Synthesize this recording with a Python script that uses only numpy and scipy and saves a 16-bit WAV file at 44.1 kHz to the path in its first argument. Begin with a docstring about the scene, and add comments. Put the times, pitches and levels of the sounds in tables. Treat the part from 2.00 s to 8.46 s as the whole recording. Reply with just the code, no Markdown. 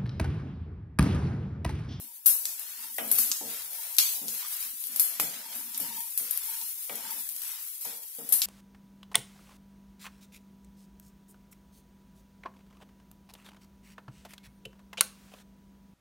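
"""Spices frying in a metal pan

In a hard-walled kitchen the oil sizzles as coloured noise bursts; clinks and small bubbles ring as short sines.
Seeds burst with sharp pops, some thumping the pan; a wooden spatula knocks, taps and scrapes its resonances.
Pops and knocks echo off the walls, over a faint low murmur of room and burner.
Two small microphone ports differ in treble; weak bands of the spectrum are emptied, sudden sounds pass."""
import sys
import numpy as np
from scipy import signal
from scipy.fft import rfft, irfft, next_fast_len
from scipy.io import wavfile
from scipy.ndimage import uniform_filter1d, minimum_filter1d, map_coordinates

SR = 44100
rng = np.random.default_rng(int(sys.argv[2]) if len(sys.argv) > 2 else 0)


def transcribe(signal):
    """Save signal, clipped to [-1, 1], as a 16-bit WAV file at the path in sys.argv[1]."""
    frames = np.atleast_2d(signal).T
    limited = np.clip(frames, -1, 1)
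    pcm = np.round(limited * 32767).astype(np.int16)
    wavfile.write(sys.argv[1], SR, pcm)


def natural_amplitude(level_db):
    """Convert a level in decibels to a linear amplitude factor, elementwise."""
    exponent = np.asarray(level_db, float) / 20
    return 10 ** exponent


N = 284797  # samples


def unit(x):
    """Scale to rms 1."""
    return x / np.sqrt(np.mean(x ** 2) + 1e-20)


def along(points, hz):
    """Read a curve of (pitch_hz, value) points on a log frequency axis."""
    f, v = np.transpose(points)
    return np.interp(np.log(hz + 1), np.log(f + 1), v)


def wobble(rate):
    """A smooth random curve, rate knots a second."""
    knots = rng.standard_normal(int(N * rate / SR) + 4)
    return map_coordinates(knots, [np.arange(N) * rate / SR])


def filtered(x, response):
    """Filter by a frequency response, scaled so that its impulse has energy 1."""
    m = next_fast_len(N + SR // 2)
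    gain = response(np.fft.rfftfreq(m, 1 / SR))
    gain = gain / np.sqrt(np.mean(abs(gain) ** 2))
    return irfft(rfft(x, m) * gain, m)[..., :N]


def colour(spectrum):
    """A smooth response through (pitch_hz, level_db) points."""
    return lambda hz: natural_amplitude(along(spectrum, hz))


def grains(alike, spread_db, rate):
    """Stereo noise of uneven loudness; alike is the share of power common to both ports."""
    shared, own = rng.standard_normal(N), rng.standard_normal((2, N))
    noise = np.sqrt(alike) * shared + np.sqrt(1 - alike) * own
    return unit(natural_amplitude(spread_db * wobble(rate)) * noise)


# Sizzle of the oil over time, before trim and wobble: time_s, level_db
OIL_LEVEL = [(0.0, -42), (0.3, -47.5), (0.43, -38.5), (1.04, -38.5), (1.2, -27), (1.33, -36.5), (1.62, -36),
             (2.53, -34), (2.81, -37), (3.27, -39.5), (3.61, -38), (4.6, -35.5), (4.95, -37), (5.15, -36),
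             (5.48, -35), (5.65, -39.5), (6.28, -39), (6.4, -50)]
# Colour of the sizzle, relative: pitch_hz, level_db (per Hz)
FIZZ_COLOUR = [(500, -69), (900, -29), (1500, -24.5), (2500, -17), (3600, -14), (7100, -9), (9000, -4.5),
               (10500, -0.5), (12800, -0.5), (15000, -5), (16000, 2)]


def oil_level_db(time_s):
    """The sizzle table read at any moment, linear in dB."""
    return np.interp(time_s, *np.transpose(OIL_LEVEL))


def sizzle():
    """Countless tiny steam bubbles burst at the surface of the oil; a few larger ones tick out."""
    fizz = grains(alike=0.017, spread_db=-0.5, rate=530)
    strikes = rng.random(N) < 70 / SR  # about 70 a second
    ticks = strikes * natural_amplitude(np.minimum(2.0 * rng.exponential(size=N), 11))
    decay = natural_amplitude(-60 * np.arange(200) / SR / 0.0048)  # t60 4.8 ms
    ticks = signal.fftconvolve(ticks, decay)[:N] * rng.standard_normal((2, N))
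    level_db = oil_level_db(np.arange(N) / SR) + 1.5 + 1.1 * wobble(9) + 0.95 * wobble(32)
    return natural_amplitude(level_db) * filtered(fizz + 1.44 * ticks, colour(FIZZ_COLOUR))


# The kitchen at rest, relative: pitch_hz, level_db (per Hz)
MURMUR_COLOUR = [(20, -5), (100, 3), (160, 3), (300, -10.5), (600, -15), (1000, -39)]


def kitchen():
    """A faint low murmur of room and burner: slowly swelling noise, mostly alike at both ports."""
    return natural_amplitude(-80.5) * filtered(grains(alike=0.75, spread_db=10.0, rate=4.2), colour(MURMUR_COLOUR))


# Clinks, small damped rings, before rise and panning: start_s, pitch_hz, level_db
CLINKS = [(2.425, 995, -43), (2.447, 1200, -39), (5.05, 1580, -41), (5.1, 1380, -45), (5.27, 1710, -48),
          (6.212, 1270, -50)]


def clinks_and_bubbles():
    """Small clinks ring briefly at a pitch of their own, among random small bubbles, each from its own side."""
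    bubble_count = 600  # scattered by chance
    chance = rng.standard_normal((bubble_count, 2))
    when = rng.random(bubble_count) * N / SR
    bubble_hz = 2610 * 2 ** (0.7 * chance[:, 0])  # spread in octaves
    bubble_db = oil_level_db(when) - 23 + 3.5 * chance[:, 1]
    s, hz, db = np.r_[CLINKS, np.c_[when, bubble_hz, bubble_db]].T[..., None]
    # cycles in which a ring falls by 60 dB: clinks, bubbles
    cycles = np.r_[[39] * len(CLINKS), [13.5] * bubble_count][:, None]
    t = np.arange(1500) / SR
    rise = 1 - np.exp(-t * hz / 1.1)
    rings = natural_amplitude(db - 60 * t * hz / cycles) * np.sin(2 * np.pi * hz * t) * rise
    place = (np.round(s * SR).astype(int) + np.arange(len(t))).ravel()
    pan_db = 1.6 * rng.standard_normal((len(s), 1))
    return np.array([np.bincount(place, (rings * natural_amplitude(side * pan_db)).ravel(), N + SR)[:N]
                     for side in (1, -1)])


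# Resonances of the pan, relative: pitch_hz, width_hz, level_db
PAN_RESONANCES = [(153, 20, -5), (226.1, 12.5, -1), (289, 36, -8.5), (461, 49, -10), (569.5, 32, -1.5),
                  (674.5, 37, -1.5), (783, 73, -5), (917.5, 77, -7.5), (1170, 120, -8.5), (1694, 110, -4),
                  (1917, 140, -8), (2300, 87, -3), (2486, 98, -7)]


def pan_modes(lo_hz, hi_hz):
    """The pan's resonances between two frequencies; nothing radiates far below them."""
    def response(f):
        modes = sum((-1) ** k * natural_amplitude(db) * 1j * f * w / (c * c - f * f + 1j * f * w)
                    for k, (c, w, db) in enumerate(PAN_RESONANCES) if lo_hz < c < hi_hz)
        return (1j * f / (1j * f + lo_hz)) ** 2 * modes
    return response


def spells(rows, rise_s, fall_db_per_s, resting_db):
    """Each row swells, holds and dies away: a gain curve per level column, above its resting level."""
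    start, length, *levels_db = np.transpose(rows)[..., None]
    t = np.arange(0, N + 64, 64) / SR
    rise = np.clip((t - start) / rise_s + .5, 0, 1)  # half way up at the start time
    shape = rise * natural_amplitude(-fall_db_per_s * np.clip(t - start - length, 0, None))
    gains = []
    for db, rest_db in zip(levels_db, resting_db):
        power = ((natural_amplitude(db) * shape) ** 2).sum(axis=0) + natural_amplitude(rest_db) ** 2
        gains.append(np.interp(np.arange(N) / SR, t, np.sqrt(power)))
    return gains


# Spatula strokes: start_s, length_s, rasp_db, wall_ring_db, drag_db
SPATULA_STROKES = [(0, 0.018, -56.5, -63.5, -69), (.31, 0.21, -62, -69.5, -69), (.58, 0.21, -48, -77, -71),
                   (.76, 0.08, -48, -60, -98), (1.08, 0.17, -44.5, -70, -61), (1.47, 0.13, -44, -61.5, -65),
                   (1.68, 0.23, -49, -61.5, -64.5), (2.03, 0.15, -69, -65, -58),
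                   (2.33, 0.21, -44.5, -67, -73), (2.56, 0.092, -45.5, -69, -97),
                   (2.9, 0.27, -47.5, -73, -64), (3.27, 0.17, -46, -68, -68), (3.45, 0.11, -44, -56, -63),
                   (3.64, 0.12, -52.5, -64.5, -90), (3.8, 0.09, -45.5, -55, -70),
                   (3.87, 0.13, -48.5, -56, -96), (4.22, 0.2, -47.5, -70, -74),
                   (4.44, 0.13, -46.5, -59.5, -100), (4.68, 0.27, -59, -88, -78),
                   (4.92, 0.17, -46.5, -56, -81), (5.04, .12, -47.5, -60.5, -66),
                   (5.38, 0.21, -48, -66.5, -76.5), (5.85, 0.059, -48, -57.5, -86),
                   (6.27, 0.19, -48.5, -70, -63)]
# The pan shudders on its stand: start_s, length_s, bottom_rumble_db, rim_hum_db
PAN_SHAKES = [(0, 0.043, -74, -62), (.77, 0.18, -73, -71.5), (1.02, 0.097, -69, -53),
              (1.21, 0.063, -68, -62), (1.29, 0.029, -62, -59), (1.45, 0.058, -62, -57),
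              (2.15, 0.21, -83, -70), (2.62, 0.15, -84, -71.5), (2.86, 0.087, -60, -64),
              (3.08, 0.12, -89, -69), (3.22, 0.18, -60, -64), (3.45, 0.09, -67, -70),
              (3.55, 0.035, -69, -54), (3.62, 0.22, -66, -62), (3.82, 0.17, -60, -66),
              (4.49, .025, -84, -73), (4.62, 0.02, -71, -67), (4.73, 0.025, -69, -81),
              (4.93, 0.077, -57.5, -62), (5.04, 0.039, -60, -56), (5.12, .015, -65, -59),
              (5.16, 0.049, -76, -62), (5.87, 0.096, -66, -85), (6.37, 0.079, -70, -69)]
# The pan never quite still: level_db by layer name (rasp, ring, drag, rumble, hum)
RESTING_LEVELS = {"rasp": -70.5, "ring": -79.5, "drag": -100, "rumble": -94, "hum": -88}
# Wood on the coating, relative: pitch_hz, level_db
RASP_COLOUR = [(500, -59), (780, -14.5), (1200, -5), (2500, -2.5), (5000, -0.5), (8000, -3.5), (12000, -12)]


def scraping():
    """Slips of the spatula on the rough coating rasp and ring the wall; the pan shudders on its stand."""
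    rasp, ring, drag = spells(SPATULA_STROKES, rise_s=0.13, fall_db_per_s=115.5,
                              resting_db=[RESTING_LEVELS[k] for k in ("rasp", "ring", "drag")])
    rumble, hum = spells(PAN_SHAKES, rise_s=0.019, fall_db_per_s=404,
                         resting_db=[RESTING_LEVELS[k] for k in ("rumble", "hum")])

    def slips(alike, spread_db, rate, response):
        return filtered(grains(alike, spread_db, rate), response)

    rasp = rasp * natural_amplitude(1.26 * wobble(24))
    return (rasp * slips(alike=0.35, spread_db=1.5, rate=300, response=colour(RASP_COLOUR))
            + ring * slips(alike=0.43, spread_db=3.0, rate=38, response=lambda hz: pan_modes(830, 1000)(hz) ** 2)
            + rumble * slips(alike=1.0, spread_db=6.0, rate=20, response=pan_modes(65, 260))
            + hum * slips(alike=0.76, spread_db=2.5, rate=39, response=pan_modes(220, 360))
            + drag * slips(alike=0.26, spread_db=4.0, rate=22, response=pan_modes(380, 830)))


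def echoing(times, levels_db, rooms_db, pans_db, spread_s, room_t60, dense_s, alike, near_db):
    """Short bursts, each followed by strong near echoes that thicken into a dying tail."""
    out, t = np.zeros((2, N + SR)), np.arange(int(.55 * SR)) / SR

    def mix(three):
        """One shared signal and one for each port."""
        return alike * three[0] + (1 - alike) * three[1:]

    density = np.clip((t / dense_s) ** 2, .07, 1)  # echoes per sample grow with the square of delay
    tail = (t > .002) * natural_amplitude(-60 * t / room_t60)
    near = (t > .002) * natural_amplitude(near_db - 60 * t / 0.017)
    for s, db, room_db, pan_db in zip(times, levels_db, rooms_db, pans_db):
        # each band of the burst arrives at its own moment
        late = spread_s * mix(np.repeat(rng.random(size=(3, 16)), 16, axis=1))
        burst = irfft(np.exp(-2j * np.pi * np.cumsum(late, axis=1) * SR / 510))
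        present = rng.random((3, len(t))) < density
        walls = mix(rng.standard_normal((3, len(t))) * present / np.sqrt(density))
        walls *= natural_amplitude(room_db - 15.5) * tail + near
        walls[:, 0] = natural_amplitude([pan_db / 2, -pan_db / 2])  # the direct sound
        sound = signal.fftconvolve(walls, burst, axes=1)[:, :len(t)]
        out[:, round(s * SR):][:, :len(t)] += natural_amplitude(db) * sound
    return out[:, :N]


# Pops, relative levels before the trims below: start_s, snap_db, body_over_snap_db, room_db,
# left_over_right_db (direct sound), deep_over_body_db
SEED_POPS = [(0.2586, -9.5, -24.5, -1.5, -0.5, -10), (0.4536, -18.5, -11, -13, 0.5, -13),
             (0.491, -31, -15, -23, 8, -6), (0.594, -33, -22, -7, 22, -7), (0.9815, -25, -20, -10, 8, -14),
             (1.114, -6.5, -28.5, -12.5, -5, -9), (1.1841, -9, -20, -8.5, -2, -8),
             (1.315, -21.5, -1, -14.5, -3, -25), (1.966, -25, -17, -15, 7, -7),
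             (1.9838, -7.5, -14, -9.5, 1.5, 2.5), (2.2816, -24.5, -12, -9.5, 2, -5),
             (2.482, -29, -21, -16, 2, -3), (2.54, -30, -31, -18, 10.5, -6),
             (2.5668, -27.5, -17, -11, 6, 2), (2.601, -32, -21.5, 1.5, 0, 3),
             (2.7306, -41, -28, -12, -2, -6), (2.8004, -30, -23, -3, 4, -1),
             (2.838, -28.5, -23.5, -5, 11, 5), (2.869, -29.5, -35, -12, 17, -5),
             (2.9186, -29, -30, -18, 2, -6), (2.96, -16, -23.5, -14, 1, -6),
             (2.9957, -6.5, -24.5, -10, -1.5, -7), (3.1976, -15.5, -18, -7, -2, -2),
             (3.548, -31.5, -37, 0.5, 3, -7), (3.7453, -28.5, -14, -8.5, -8, -3),
             (3.7753, -17, -49, -17, -6, -6), (3.8, -23, -23.5, -4, 6.5, -2),
             (4.0045, -27, -49, -12, 8, -6), (4.1751, -13, -23.5, -11, 1, -7),
             (4.309, -19, -44, -8, 14, -8), (4.374, -19.5, -25, -19, 10.5, -8),
             (4.4542, -32, -25, -14, 6, -6), (4.613, -29, -14.5, -11, 0, 2), (4.708, -36, -27, -9, 4, -6),
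             (4.954, -27, -18.5, -9, 6, -9), (5.1073, -23.5, -22, -15, -3, -10),
             (5.2098, -40, -28, -17, 4, -4), (5.2898, -23.5, -28, -21, 4, -6),
             (5.3232, -32, -22, -23, 4, -4), (5.4179, -28, -18.5, -11.5, 4, 3),
             (5.4649, -31.5, -15, -9, -5, -3), (5.6262, -30.5, -28, -13, 2, -8),
             (5.6732, -31, -20, -11, 2, -8), (5.809, -33, -19, -0.5, -4, -6),
             (5.8487, -27.5, -18.5, -7, 0, 0.5), (6.289, -20.5, -37, -10, 2, -8),
             (6.323, -9, -25, -6.5, 2.5, -5), (6.4174, -15.5, -12, -11.5, -1, 3)]
# Sharp, fuller and deepest part of a pop, relative: pitch_hz, level_db
SNAP_COLOUR = [(150, -35.5), (900, -25.5), (3000, -26.5), (7000, -18), (9000, -6), (11500, 1),
               (14000, -2.5), (15800, -10)]
BODY_COLOUR = [(200, -58), (1000, -9.5), (2500, -7.5), (5000, 3), (8000, 7.5), (11000, -20)]
DEEP_COLOUR = [(300, -37), (1200, -31), (2200, -10), (3200, -3), (4800, -1), (7000, -7), (10000, -39)]


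def pops():
    """A seed or drop of water bursts: a sharp snap, a fuller and a deeper crack. Faint ones come at random."""
    faint_count = 5
    when = N / SR * rng.random(faint_count)
    size, side = rng.standard_normal((2, faint_count))
    faint_db = oil_level_db(when) + 5 + 1.5 * size
    same = np.ones(faint_count)
    faint = np.c_[when, faint_db, -24.5 * same, -6.5 * same, -4 * (1 + side), -5 * same]
    s, db, body_db, room_db, pan_db, deep_db = np.r_[SEED_POPS, faint].T
    s = s + .0006  # the burst begins this long after the listed time
    snap = echoing(s, db + 12.5, room_db, pan_db + 2.0, spread_s=0.0025, room_t60=0.45,
                   dense_s=0.037, alike=0.19, near_db=-18.5)
    body = echoing(s, db + body_db + 22.0, room_db, pan_db, spread_s=0.001161, room_t60=0.62,
                   dense_s=0.037, alike=0.36, near_db=-17.5)
    deep = echoing(s, db + body_db + deep_db + 19.5, room_db, pan_db, spread_s=0.001236, room_t60=0.5,
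                   dense_s=0.045, alike=0.42, near_db=-19.5)
    return (filtered(snap, colour(SNAP_COLOUR)) + filtered(body, colour(BODY_COLOUR))
            + filtered(deep, colour(DEEP_COLOUR)))


# Knocks and pop thumps, relative levels before the trims below: start_s, wall_db,
# click_over_wall_db, thud_over_wall_db, ring_on_db, lower_over_wall_db
PAN_KNOCKS = [(0.981, -25.5, -13.5, -29, -3, -18.5), (1.109, -44, -1.5, -4, -13, -3),
              (1.181, -45.5, 5, -1, -18, 3), (1.407, -35, -33, -15, -7, -4.5),
              (2.213, -47, -11, -8, -3.5, 1), (3.195, -29.5, -4.5, -17, -9.5, -7.5),
              (3.793, -46.5, -7, -8, -2.5, -7.5), (4.195, -48.5, -1, -5.5, -11, 2),
              (4.891, -33.5, -8, -23.5, -5.5, -7.5), (5.85, -42.5, -11, -22, -2, -8),
              (6.18, -50, -15, -6, -0.5, 2), (6.319, -52.5, 0, 0, -27, -9)]
# Click of a knock, relative: pitch_hz, level_db
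CLICK_COLOUR = [(150, -26), (500, -17.5), (1200, -6), (1600, -7), (2000, -4.5), (2500, -6), (3200, -3),
                (5000, -16.5), (12000, -45)]


def knocks():
    """The spatula lands, or a strong pop thumps the pan: a click, the ringing wall, a thud of the bottom."""
    s, db, click_db, thud_db, ring_db, lower_db = np.transpose(PAN_KNOCKS)
    s = s + 0.0042  # the blow falls this long after the listed time

    def blow(level_db, tail_db, t60, alike, lag_s=0):
        return echoing(s + lag_s, level_db, tail_db, 0 * s, spread_s=0.001593, room_t60=t60,
                       dense_s=.02, alike=alike, near_db=-27)

    def edge(hz):
        """The click sounds through the upper modes; a share of 0.22 passes between them."""
        return colour(CLICK_COLOUR)(hz) * (0.22 + pan_modes(1000, 3000)(hz))

    click = blow(db + click_db + 24.5, ring_db - 4.5, t60=0.52, alike=0.52)
    wall = blow(db + 9.0, ring_db, t60=0.52, alike=0.67)
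    lower = blow(db + lower_db + 13.0, ring_db, t60=0.62, alike=0.84)
    # the stand answers after the wall
    bottom = blow(db + thud_db + 27.0, ring_db, t60=0.35, alike=0.76, lag_s=.006)
    return (filtered(click, edge) + filtered(wall, pan_modes(460, 1000))
            + filtered(lower, pan_modes(320, 520)) + filtered(bottom, pan_modes(116, 360)))


# The spatula's wood sounds, levels before a 2 dB lift: start_s, first_db, first_hz, second_db,
# second_hz, t60_s (at 1 kHz)
WOOD_TAPS = [(0.9845, -30, 700, -28, 1960, 0.024), (1.4105, -40, 780, -40, 327, .03),
             (2.216, -55, 590, -42, 240, 0.033), (3.1983, -14.5, 1200, -19.5, 2480, 0.0043),
             (3.796, -46, 700, -52, 300, 0.019), (4.8948, -42, 670, -38, 2320, 0.03),
             (4.899, -46, 1150, -43, 1930, 0.039), (5.852, -44.5, 935, -48, 700, 0.046),
             (6.185, -47, 494, -44, 254, .025)]


def taps():
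    """Hard contact makes the wood ring at two notes that depend on where it strikes; higher ones die sooner."""
    out = np.zeros((2, N + SR))
    lag_s = np.array([[0], [.00006]])  # right port after left
    t = np.clip(np.arange(4000) / SR - lag_s, 0, None)

    def note(db, hz, t60):
        decay = natural_amplitude(db - 60 * t / t60 * (hz / 1000) ** 0.13)
        rise = 1 - np.exp(-t * hz / 0.29)  # time constant 0.29 cycles
        return decay * np.sin(2 * np.pi * hz * t) * rise

    for s, db, hz, second_db, second_hz, t60 in WOOD_TAPS:
        both = note(db, hz, t60) + note(second_db, second_hz, t60)
        out[:, round(s * SR):][:, :len(t[0])] += natural_amplitude(2) * both
    return out[:, :N]


def scene():
    """Oil, seeds, spatula and room together."""
    return sizzle() + kitchen() + clinks_and_bubbles() + scraping() + pops() + knocks() + taps()


# Spectral thinning: pitch_hz, taken (share of the neighbourhood power taken out),
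# shut (share of the neighbourhood power under which a band is shut)
SPECTRAL_THINNING = [(1030, .001, 0.00062), (1620, 0.22, 0.35), (2880, 1.09, .72), (4600, 1.56, .75),
                     (7800, 1.15, 0.83), (10100, 0.62, 0.8), (11840, .02, 0.22)]


def thinned(x):
    """Spectral thinning: what is weak among its spectral neighbours is emptied; sudden sounds pass."""
    hz, t, z = signal.stft(x, SR, window="cosine", nperseg=2048)
    power, table = abs(z) ** 2, np.array(SPECTRAL_THINNING)
    taken = along(table[:, [0, 1]], hz)[:, None]
    shut = along(table[:, [0, 2]], hz)[:, None]
    near, wide = uniform_filter1d(power, size=5, axis=1), uniform_filter1d(power, size=61, axis=1)
    gain = np.sqrt(np.clip(1 - taken * wide / (0.52 * power + 0.5 * near + 1e-20), .003, 1))
    # weak bands close in both channels
    band = uniform_filter1d(uniform_filter1d(power.sum(axis=0), size=7, axis=0), size=3, axis=1)
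    around = uniform_filter1d(wide.sum(axis=0), size=3, axis=1)
    weak = uniform_filter1d(1. * (band < shut * around), size=5, axis=0) > 0
    gain *= np.where(weak, .03, 1)
    # lost loudness is made up, within a limit
    makeup = np.sqrt(wide / (uniform_filter1d(power * gain ** 2, size=61, axis=1) + 1e-20))
    gain *= makeup.clip(1, 2.5)
    # where short-term power peaks far above its average, everything passes
    middle = filtered(x, lambda f: (f > 1200) * (f < 9000))
    quick = uniform_filter1d((middle ** 2).sum(axis=0), size=96)
    peak = -minimum_filter1d(-quick, size=1500)
    crest = peak / (abs(uniform_filter1d(quick, size=2048)) + 1e-20)
    gain[..., crest[np.minimum((t * SR).astype(int), N - 1)] > 3.5] = 1
    return signal.istft(z * gain, SR, window="cosine", nperseg=2048)[1][:, :N]


# Treble balance of the two microphone ports: pitch_hz, left_over_right_db
PORT_BALANCE = [(130, 3.5), (500, 3.5), (1000, 1), (4000, 0.5), (8000, -1.5), (12000, 7)]


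def top_cut(x):
    """Nothing passes above the cut-off."""
    return signal.sosfilt(signal.butter(12, 16650, fs=SR, output="sos"), x)


def record(dry):
    """Two ports differ in treble and stop at a band limit; peaks round off, deep bass drops, weak bands empty."""
    def ports(hz):
        sides = np.array([[1], [-1]])
        return natural_amplitude(along(PORT_BALANCE, hz) / 2 * sides) * (hz < 15620)

    heard = filtered(dry, ports)
    heard = heard / (1 + abs(heard / .85) ** 6) ** (1 / 6)
    heard = filtered(heard, lambda hz: (1j * hz / (1j * hz + 110)) ** 2)
    finished = thinned(heard)
    return top_cut(finished)


dry = scene()
out = record(dry)
transcribe(out)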